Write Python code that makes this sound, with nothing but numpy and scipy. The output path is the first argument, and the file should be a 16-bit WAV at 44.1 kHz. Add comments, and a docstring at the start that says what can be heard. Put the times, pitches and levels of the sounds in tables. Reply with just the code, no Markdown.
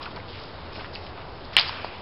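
"""A concrete driveway: street hockey, one hard slap of a stick blade on a ball, built from decaying blade modes
and thrown back by garage door, bin and house fronts as short echoes and scattered noise. The ball knocks
twice more as a jolted resonance; grit and blade tips tick as brief rings; shoes and blades scuff as rough
noise bursts; distant traffic is shaped noise with a low drone. A small narrow-band microphone clips."""
import sys
import numpy as np
from scipy import signal
from scipy.fft import rfft, irfft
from scipy.io import wavfile
from scipy.ndimage import uniform_filter1d

SR = 44100
rng = np.random.default_rng(int(sys.argv[2]) if len(sys.argv) > 2 else 0)


def volts_from_decibels(level):
    """Turn decibel levels (scalar or array-like) into linear amplitude factors."""
    exponent = np.asarray(level, float) / 20
    return 10 ** exponent


def to_wav(s):
    """Save 16-bit WAV."""
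    ch = np.atleast_2d(s).T  # columns
    pcm = np.round(np.clip(ch, -1, 1) * 32767)  # PCM
    wavfile.write(sys.argv[1], SR, pcm.astype(np.int16))


N = 88861

# Colour of the distant traffic. Each row: frequency in Hz, relative level per Hz in dB.
TRAFFIC_COLOUR = [(12, -43), (20, -8.5), (86, -3.5), (207, -10.5), (395, -9), (501, -9), (950, -11),
                  (1500, -16.5), (1860, -20), (4960, -24.5), (5450, -29), (6000, -60), (13200, -120)]
# Scuffs of shoes and blades. Each row: start in seconds, length in seconds, rms level before the
# envelope in dB, centre in Hz, width in Hz of the narrower of two filter passes.
SCUFF_BURSTS = [(0.0, 0.057, -41, 1090, 300), (0.013, 0.024, -41, 3800, 3480),
                (0.056, 0.012, -42.5, 2580, 2460), (.058, 0.0087, -41, 1410, 250),
                (0.105, 0.011, -45.5, 4060, 3000), (.161, 0.008, -42.5, 3000, 6000),
                (.162, 0.012, -39.5, 950, 496), (0.195, 0.011, -52, 2190, 1800),
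                (0.277, .03, -46.5, 3700, 2500), (0.324, 0.053, -45.5, 2830, 2020),
                (0.383, 0.063, -47.5, 4400, 3000), (0.722, 0.05, -45.5, 4570, 2500),
                (0.758, 0.011, -42, 3200, 4000), (0.779, 0.016, -38, 593, 900),
                (0.791, 0.023, -39.5, 1200, 2580), (0.843, 0.015, -43.5, 1400, 2000),
                (0.926, 0.032, -43, 4600, 2000), (0.929, 0.014, -44, 1070, 403),
                (0.953, 0.016, -45.5, 2530, 696), (1.004, 0.044, -49, 4500, 3000),
                (1.06, 0.016, -43, 3400, 4030), (1.171, 0.02, -41.5, 700, 1740),
                (1.202, 0.012, -45, 900, 2500), (1.348, 0.01, -54, 2500, 3060),
                (1.445, 0.0056, -53, 4530, 2500), (1.513, .02, -48, 2970, 4000),
                (1.527, 0.029, -39.5, 1940, 4000), (1.812, 0.04, -48, 4600, 810),
                (1.936, 0.013, -47.5, 1500, 2940)]
# Ticks of grit and blade tips. 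Each row: start in seconds, peak in dB, pitch in Hz,
# 60 dB decay in seconds.
GRIT_TICKS = [(0.029, -32.5, 4730, 0.0097), (0.0573, -24, 2600, 0.0045), (.1615, -28.5, 4700, 0.0032),
              (0.201, -31, 2200, .006), (.7573, -27.5, 2730, 0.0032), (0.7629, -29, 2580, 0.0026),
              (.7805, -30, 650, 0.0044), (0.8453, -24.5, 1400, 0.0039), (.953, -24, 4660, 0.0032),
              (.958, -23, 2690, 0.0047), (1.453, -31, 4740, .004), (1.8471, -27, 1800, 0.0027)]
# Knocks of the ball on concrete. Each row: start in seconds, peak in dB, resonance in Hz,
# width in Hz, time constant of the push in seconds.
BALL_KNOCKS = [(1.6932, -20.5, 1010, 150, .0002), (1.8456, -16, 700, 2600, 0.00031)]
# Ringing modes of the blade, neighbours in opposite phase. Each row: frequency in Hz, level before
# the build-up in dB, 60 dB decay in seconds.
BLADE_MODES = [(380, -31, .03), (660, -21, .018), (1000, -15, .016), (2300, 1, .0044), (2990, 4.8, .0085),
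               (4150, -11, .018)]
# Single echoes of the slap. Each row: delay in seconds, peak in dB, centre in Hz of what the surface
# returns, 60 dB decay in seconds, smear in seconds.
SURFACE_ECHOES = [(.0015, -14, 4900, .004, .0004), (.003, -6, 2270, 0.006, .0004),
                  (0.0092, -18, 2930, 0.003, 0.00198), (0.02, -6.5, 3750, 0.0023, .0002),
                  (.0197, -14, 4900, .008, .001), (.0205, -3, 3030, 0.004, .0003),
                  (.0219, -11.5, 2900, 0.0048, .0005), (0.0245, -14, 2420, .004, .0005),
                  (.0288, -8.5, 3950, 0.0057, .0005), (.0298, -10.5, 4780, 0.011, .001),
                  (0.0422, -24, 1250, .008, .001), (0.038, -19, 3540, .004, .002),
                  (0.0445, -13, 4700, 0.0078, .0004), (0.0504, -20, 3000, .006, .001),
                  (0.1158, -27, 4900, 0.007, 0.0035), (0.127, -20, 3000, 0.0046, .0006)]
# Scattered sound of the slap. 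Each row: rms level before the envelope in dB, start after the slap in
# seconds, hold in seconds, 60 dB decay in seconds, centre in Hz, width in Hz of each of two passes.
SCATTERED_SOUND = [(-19.5, 0.0013, 0.015, 0.016, 2460, 2250), (-26.5, 0.004, 0.028, 0.13, 4530, 1200),
                   (-29, 0.0057, 0.032, 0.094, 1160, 1500), (-25.5, 0.0033, 0.032, 0.18, 2940, 1700),
                   (-33.5, 0.048, 0.057, 0.6, 2940, 5000), (-40, 0.053, 0.16, 0.84, 1110, 1180),
                   (-44.5, 0.046, 0.25, 1.4, 2590, 1400), (-33.5, 0.107, 0.018, 0.04, 4880, 700)]


def unit(x):
    """Scale to rms 1."""
    return x / np.sqrt(np.mean(x ** 2))


def peak_at(x, db):
    """Scale to a peak level in dB."""
    return volts_from_decibels(db) * x / np.abs(x).max()


def band(x, hz, width_hz):
    """Two-pole resonance, gain 1 at the centre."""
    return signal.lfilter(*signal.iirpeak(hz, hz / width_hz, fs=SR), x)


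def decay(t, t60):
    """Exponential decay that falls 60 dB in t60 seconds."""
    return np.exp(-np.log(1000) * t / t60)


def ring(hz, t60, delay=0., size=2048):
    """A struck mode: a sine that dies away exponentially."""
    t = np.maximum(np.arange(size) / SR - delay, 0)
    return np.sin(2 * np.pi * hz * t) * decay(t, t60)


def add(out, x, at):
    """Mix x into out from time at."""
    i = int(at * SR)
    out[i:i + len(x)] += x[:N - i]


def walk(rate):
    """Random levels held for 1 / rate seconds, then slewed; spread near 1."""
    hold = int(SR / rate)
    steps = np.repeat(rng.standard_normal(N // hold + 1), hold)
    return 1.67 * uniform_filter1d(uniform_filter1d(steps, hold), hold)[:N]


def traffic():
    """Distant traffic: shaped noise whose half-octave bands flicker independently, and a low engine drone."""
    noise_db, drone_db, flicker_db, flicker_per_s = -40, -50.5, 0.84, 12.2
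    f = np.fft.rfftfreq(N, 1 / SR) + 1  # keeps the logarithm finite at 0 Hz
    table_hz, table_db = np.array(TRAFFIC_COLOUR).T
    colour = volts_from_decibels(np.interp(np.log(f), np.log(table_hz), table_db))
    spectrum = rfft(rng.standard_normal(N)) * colour
    noise = np.zeros(N)
    for k in range(18):
        # overlapping triangles, half an octave apart from 20 Hz up
        share = np.clip(1 - np.abs(2 * np.log2(f / 20) - k), 0, 1)
        noise += irfft(spectrum * share, N) * volts_from_decibels(flicker_db * walk(flicker_per_s))
    drone = band(rng.standard_normal(N), 83.4, 11)
    return volts_from_decibels(noise_db) * unit(noise) + volts_from_decibels(drone_db) * unit(drone)


def scuffs():
    """Friction on concrete: noise roughened by random level jumps, with quick rise, hold and short tail."""
    grit_db, grit_per_s = 3.5, 600
    rise, tail = 0.17, 0.99  # rise time and tail time constant, as fractions of the length
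    out, t = np.zeros(N), np.arange(8192) / SR
    for at, length, db, hz, width_hz in SCUFF_BURSTS:
        attack = np.clip(t / (rise * length), 0, 1)
        env = attack * np.exp(-np.maximum(t - length, 0) / (tail * length))
        rough = uniform_filter1d(rng.standard_normal(len(t)), int(SR / grit_per_s))
        rough = rough * np.sqrt(SR / grit_per_s)  # restores a spread near 1 after smoothing
        friction = volts_from_decibels(grit_db * rough) * rng.standard_normal(len(t))
        coloured = band(band(friction, hz, 2 * width_hz), hz, width_hz)
        add(out, volts_from_decibels(db) * env * unit(coloured), at)
    return out


def ticks():
    """Grit and blade tips tick: each contact is one brief ring through a broad resonance."""
    out = np.zeros(N)
    for at, db, hz, t60 in GRIT_TICKS:
        add(out, peak_at(band(ring(hz, t60), hz, 2 * hz), db), at)
    return out


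def knocks():
    """The hollow ball meets concrete: the jolt of a bell-shaped push rings one dull resonance."""
    out = np.zeros(N)
    t = np.arange(1024) / SR - .001  # the push peaks 1 ms after the start
    for at, db, hz, width_hz, contact in BALL_KNOCKS:
        jolt = (1 - (t / contact) ** 2) * np.exp(-.5 * (t / contact) ** 2)
        add(out, peak_at(band(jolt, hz, width_hz), db), at)
    return out


def blade_crack(late):
    """The blade's modes ring together, building up while the ball is squeezed."""
    build_s = .0003
    crack = np.zeros(2048)
    for k, (hz, db, t60) in enumerate(BLADE_MODES):
        crack -= (-1) ** k * volts_from_decibels(db) * ring(hz, t60, late)
    t = np.maximum(np.arange(len(crack)) / SR - late, 0)
    return crack * (1 - np.exp(-t / build_s))


def surface_echo(db, hz, t60, smear):
    """A nearby surface returns a coloured ring, smeared by a decaying noise tail."""
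    i = np.arange(900)
    rough = 0.39 * rng.standard_normal(900) * np.exp(-i / SR / smear) / np.sqrt(smear * SR)
    rough[0] = 1  # the direct reflection
    return peak_at(band(np.convolve(ring(hz, t60), rough), hz, 2 * hz), db)


def scattered(t, db, start, hold, t60, hz, width_hz):
    """Many small reflections merge into band noise that rises, holds and dies away."""
    env = np.clip((t - start) / 0.0027, 0, 1) * decay(np.maximum(t - start - hold, 0), t60)
    noise = band(band(rng.standard_normal(N), hz, width_hz), hz, width_hz)
    return volts_from_decibels(db) * env * unit(noise)


def slap():
    """Blade strikes ball; garage door, bin and house fronts return echoes and scattered noise."""
    slap_s = 1.56671
    out, t = np.zeros(N), np.arange(N) / SR - slap_s
    late = slap_s * SR % 1 / SR  # start time left over within one sample
    add(out, blade_crack(late), slap_s)
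    for delay, db, hz, t60, smear in SURFACE_ECHOES:
        add(out, surface_echo(db, hz, t60, smear), slap_s + delay)
    for row in SCATTERED_SOUND:
        out += scattered(t, *row)
    return out


def scene():
    """Everything at one microphone."""
    return (traffic() + scuffs() + ticks() + knocks() + slap())[None]


def band_limit(x):
    """A steep low-pass at the top of the band."""
    return signal.sosfilt(signal.butter(12, 15970, fs=SR, output="sos"), x)


def record(dry):
    """The small microphone: a steep treble limit, hard clipping at full scale, then a small constant offset."""
    top_hz, offset = 5270, -0.0035
    lowpass = signal.ellip(8, .1, 70, top_hz, fs=SR, output="sos")
    narrow = signal.sosfiltfilt(lowpass, dry)
    mix = np.clip(narrow, -1, 1) + offset
    return band_limit(mix)


dry = scene()
out = record(dry)
to_wav(out)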